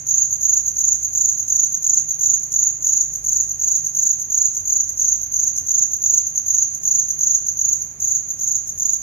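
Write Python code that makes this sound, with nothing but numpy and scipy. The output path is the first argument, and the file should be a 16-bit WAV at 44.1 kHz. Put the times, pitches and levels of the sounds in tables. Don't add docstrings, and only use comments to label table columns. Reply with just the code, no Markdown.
import sys
import numpy as np
from scipy import signal
from scipy.fft import rfft, irfft
from scipy.io import wavfile
from scipy.ndimage import uniform_filter1d, map_coordinates

SR = 44100
rng = np.random.default_rng(int(sys.argv[2]) if len(sys.argv) > 2 else 0)


def log_audio(samples):
    frames = np.atleast_2d(samples).T
    limited = np.clip(frames, -1, 1)
    pcm = np.round(limited * 32767).astype(np.int16)
    wavfile.write(sys.argv[1], SR, pcm)


N = 397782
TIME_S = np.arange(N) / SR

# start_s, stroke_count, level_db, changeover_s
CHIRPS = [(.0656, 6, -11.5, .031), (0.408, 6, -11, 0.039), (0.7623, 6, -11.5, .035), (1.13, 6, -11.5, .036),
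          (1.478, 6, -11.5, 0.033), (1.822, 6, -11, 0.029), (2.189, 6, -11.5, 0.026),
          (2.517, 6, -12, 0.027), (2.822, 7, -12, 0.023), (3.2415, 6, -11.9, 0.037), (3.593, 6, -12, .038),
          (3.9449, 6, -11.5, 0.037), (4.2984, 6, -12, 0.033), (4.652, 6, -12.5, 0.026),
          (4.972, 6, -12, 0.027), (5.3163, 6, -13, 0.032), (5.664, 6, -11.5, .0365), (6.0168, 6, -11, .036),
          (6.4595, 6, -11.3, .039), (6.8317, 6, -11.5, 0.035), (7.1863, 6, -11.5, .037),
          (7.568, 6, -13, 0.034), (7.998, 6, -13.7, .032), (8.39, 6, -14.5, 0.041), (8.7766, 6, -14, 0.033)]
# start_s, stroke_count, level_db
FLICKS = [(.305, 2, -18.5), (.656, 2, -18.5), (1.026, 2, -19), (1.375, 2, -19), (1.721, 2, -19),
          (2.086, 2, -18.5), (2.43, 1, -20), (3.131, 2, -23), (3.489, 2, -22.2), (3.842, 2, -20),
          (4.194, 2, -23), (4.546, 2, -20), (4.8893, 1, -18), (5.209, 2, -24), (5.557, 2, -20),
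          (5.912, 2, -19.5), (6.265, 1, -17), (6.354, 2, -17.5), (6.744, 1, -21), (7.082, 2, -19.5),
          (7.463, 2, -18.5), (7.814, 1, -19), (8.283, 2, -22.5), (8.671, 2, -24.5)]
QUICK_GAPS_S = [.019, .0217]
FULL_GAPS_S = [.0382, .0396, .039]


def strokes():
    soft_start_db, shortfall_share = -8, 0.44
    flick_rise_db = 4
    rows = []
    for start_s, count, full_db, changeover_s in CHIRPS:
        onsets_s = start_s + np.cumsum([0, *QUICK_GAPS_S, changeover_s, *FULL_GAPS_S])
        for place in range(round(count)):
            level_db = full_db + soft_start_db * shortfall_share ** place
            rows.append((onsets_s[place], level_db, place))
    for start_s, count, first_db in FLICKS:
        for place in range(round(count)):
            rows.append((start_s + place * QUICK_GAPS_S[0], first_db + place * flick_rise_db, place))
    return sorted(rows)


# length_s, first_pitch_hz, last_pitch_hz
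SWINGS = [(.012, 6750, 6080), (.014, 6840, 6020), (.016, 6890, 5990), (.018, 6940, 5980),
          (.018, 6960, 5980)]
GRIP = [(0, 0.13, 0.18, 0.15), (.15, 0.56, 0.28, 0.21), (.35, 0.95, 0.63, 0.28), (.52, 0.74, 0.79, 0.13),
        (.72, 0.55, 0.88, 0.38), (.9, 0.42, 0.75, 0.82), (1, 0.074, .3, 0.63)]
MID_HZ = 6574


def wing_motion():
    bend, pitch_scatter_hz, length_scatter = 1.6, 18, .015
    skip_hz, skip_s = 350, .0009
    hz = np.full(N, float(MID_HZ))
    tone, octave, knocks, opening = np.zeros((4, N))
    share, tone_grip, short_octave, long_octave = np.transpose(GRIP)
    song, widest = strokes(), len(SWINGS) - 1
    for (start_s, level_db, place), chance in zip(song, rng.standard_normal((len(song), 5))):
        place = min(place, widest)
        length_s, first_hz, last_hz = SWINGS[place]
        u = np.linspace(0, 1, int(length_s * (1 + length_scatter * chance[0]) * SR))
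        i = int(start_s * SR) + np.arange(len(u))
        hz[i] = first_hz + (last_hz - first_hz) * u ** bend + pitch_scatter_hz * chance[1]
        hz[i] += skip_hz * np.exp(-u * length_s / skip_s)
        tone[i] = undb(level_db) * np.interp(u, share, tone_grip)
        octave_grip = short_octave + (long_octave - short_octave) * place / widest
        octave[i] = undb(.2 * level_db + chance[2]) * np.interp(u, share, octave_grip)
        knocks[i[[0, -1]]] = undb(2 * chance[3:])
        opening[i - len(u)] = np.sin(np.pi * u) * (1 if place == 0 else .55)
    return hz, tone, octave, knocks, opening


def membrane(amplitude):
    ring = np.exp(-1 / (.00015 * SR))
    return signal.lfilter([(1 - ring) ** 2], [1, -2 * ring, ring ** 2], amplitude)


# time_s, mid_pitch_hz
DRIFT = [(0, 6565), (2.6, 6592), (4.6, 6565), (5.05, 6500), (6.2, 6548), (7.3, 6512), (7.7, 6555),
         (9, 6545)]
# freq_hz, density_db_per_hz (relative)
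RASP = [(3000, -23), (4600, -31.5), (5600, 13.5), (6600, 2), (7400, 8), (8500, -2), (9700, -0.5),
        (11000, 3), (13500, -20), (14600, -16), (16000, -20)]
# freq_hz, density_db_per_hz (relative)
BRUSH = [(4000, -29), (6000, 15), (8500, -13), (10500, 10.5), (13000, -37), (15500, -5)]


def cricket(tone_db=3.5, octave_db=-26.0, rasp_db=-42, knock_db=-32, brush_db=-43):
    teeth_hz, knock_s, pressure_db = 16, .0007, 2.5
    hz, tone, octave, knocks, opening = wing_motion()
    tooth_rate_hz = hz * curve(DRIFT)[0] / MID_HZ + teeth_hz * walk(1800)
    phase = 2 * np.pi * np.cumsum(tooth_rate_hz) / SR
    tone, octave = membrane(tone), membrane(octave)
    whistle = undb(tone_db + .5 * walk(1200)) * tone * np.sin(phase)
    overtone = undb(octave_db + walk(1500)) * octave * np.sin(2 * phase)
    clicks = signal.lfilter([1], [1, -np.exp(-1 / (knock_s * SR))], knocks)
    rasp_force = undb(rasp_db + 2 * walk(700)) * np.abs(tone / tone.max()) ** .25
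    force = rasp_force + undb(knock_db) * clicks
    scrape = coloured(force * rng.standard_normal(N), RASP)
    brush = undb(brush_db + 1.99 * walk(900)) * opening * noise(BRUSH)
    return whistle, overtone, (scrape + brush) * undb(pressure_db * walk(50))


# delay_s, left_db, right_db
ECHOES = [(.0022, -13.5, -2), (.0045, -14.5, -5.5), (0.0126, -13, -10.5), (0.0137, -24, -9.5),
          (0.0285, -21, -6.5), (0.0316, -14, -11.5)]


def room(whistle, overtone, scrape):
    right_lag_s, sway_s = .000425, .00007
    shadow_db, overtone_wall_db, scrape_wall_db = -5.5, -7, -13
    reverb_db = [-7, -1.6]
    left = whistle + undb(shadow_db) * (overtone + scrape)
    right = delayed(whistle + overtone + scrape, right_lag_s)
    spread = whistle + undb(overtone_wall_db) * overtone + undb(scrape_wall_db) * scrape
    out = []
    for side, direct in enumerate([left, right]):
        early = 0
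        for delay_s, *levels_db in ECHOES:
            early = early + undb(levels_db[side]) * delayed(spread, delay_s + sway_s * walk(1.3))
        out.append(direct + early + undb(reverb_db[side]) * reverb(spread))
    return np.array(out)


def delayed(x, seconds):
    return map_coordinates(x, [np.arange(N) - seconds * SR], order=3)


def reverb(x):
    t60_s, build_up_s = .76, .01
    t = np.arange(int(t60_s * SR)) / SR
    decay = undb(-60 * t / t60_s) * (1 - np.exp(-(t / build_up_s) ** 2))
    tails = rng.standard_normal((4, len(t))) * decay / np.linalg.norm(decay)
    weights = np.array([walk(2) for _ in tails])
    weights /= np.linalg.norm(weights, axis=0)
    ongoing = np.concatenate([x[1 - len(t):], x])
    return sum(w * signal.oaconvolve(ongoing, tail, "valid") for w, tail in zip(weights, tails))


# freq_hz, density_db_per_hz (relative)
AIR = [(25, -18), (42, -7), (62, -14), (88, 4.5), (108, -11.5), (135, -6), (200, -8.5), (330, -14),
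       (650, -17.5), (1100, -22.5), (2200, -22), (3500, -31.5), (8000, -31), (15000, -81)]
# freq_hz, correlation
AIR_LIKENESS = [(100, 0.92), (180, 0.9), (350, 0.76), (700, 0.54), (1400, -0.15), (2800, -0.012),
                (6000, -0.096)]


def air_noise():
    air_db, left_treble_db = -50, -5.0
    likeness = np.clip(by_frequency(AIR_LIKENESS), -1, 1)
    mid = rfft(noise(AIR)) * np.sqrt((1 + likeness) / 2)
    side = rfft(noise(AIR)) * np.sqrt((1 - likeness) / 2)
    tilt_db = by_frequency([(500, 0.016), (1600, left_treble_db)]) / 2
    left, right = (mid + side) * undb(tilt_db), (mid - side) * undb(-tilt_db)
    return undb(air_db) * irfft(np.array([left, right]), N)


# freq_hz, level_db_rms, waver_db
HUM = [(98, -57, 3), (123, -61, 3), (148.5, -58, 2)]
# time_s, level_db_rms
THROB = [(0.0, -62), (0.43, -51), (1.05, -50), (1.56, -71), (3.32, -46.5), (4.04, -61.5), (5.17, -46.5),
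         (5.35, -53), (6.81, -67), (6.91, -61), (7.69, -53), (8.14, -60), (8.99, -52), (9.02, -49)]


def mains_hum():
    hum = undb(curve(THROB)[0]) * np.sin(2 * np.pi * 49 * TIME_S + 0.28 * walk(3.33))
    for hz, level_db, waver_db in HUM:
        level = undb(level_db + waver_db * walk(2.96))
        hum = hum + level * np.sin(2 * np.pi * hz * TIME_S + walk(3.7))
    return np.sqrt(2) * hum


def undb(db):
    return 10 ** (np.asarray(db) / 20)


def curve(rows):
    time_s, *columns = np.transpose(rows)
    return [np.interp(TIME_S, time_s, column) for column in columns]


def walk(rate_hz):
    hold = int(SR / rate_hz)
    steps = np.repeat(rng.standard_normal(N // hold + 1), hold)
    return 1.44 * uniform_filter1d(uniform_filter1d(steps, hold), hold)[:N]


def by_frequency(points):
    hz, value = np.transpose(points)
    return np.interp(np.log(np.arange(N // 2 + 1) * SR / N + 1), np.log(hz), value)


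def coloured(x, points):
    gain = undb(by_frequency(points))
    return irfft(rfft(x) * gain / np.sqrt(np.mean(gain ** 2)), N)


def noise(points):
    return coloured(rng.standard_normal(N), points)


def scene():
    return room(*cricket()) + air_noise() + mains_hum()


def record(dry):
    top_hz, ripple_db, stop_db = 15750, .2, 80
    return signal.sosfilt(signal.ellip(10, ripple_db, stop_db, top_hz, fs=SR, output="sos"), dry)


dry = scene()
out = record(dry)
log_audio(out)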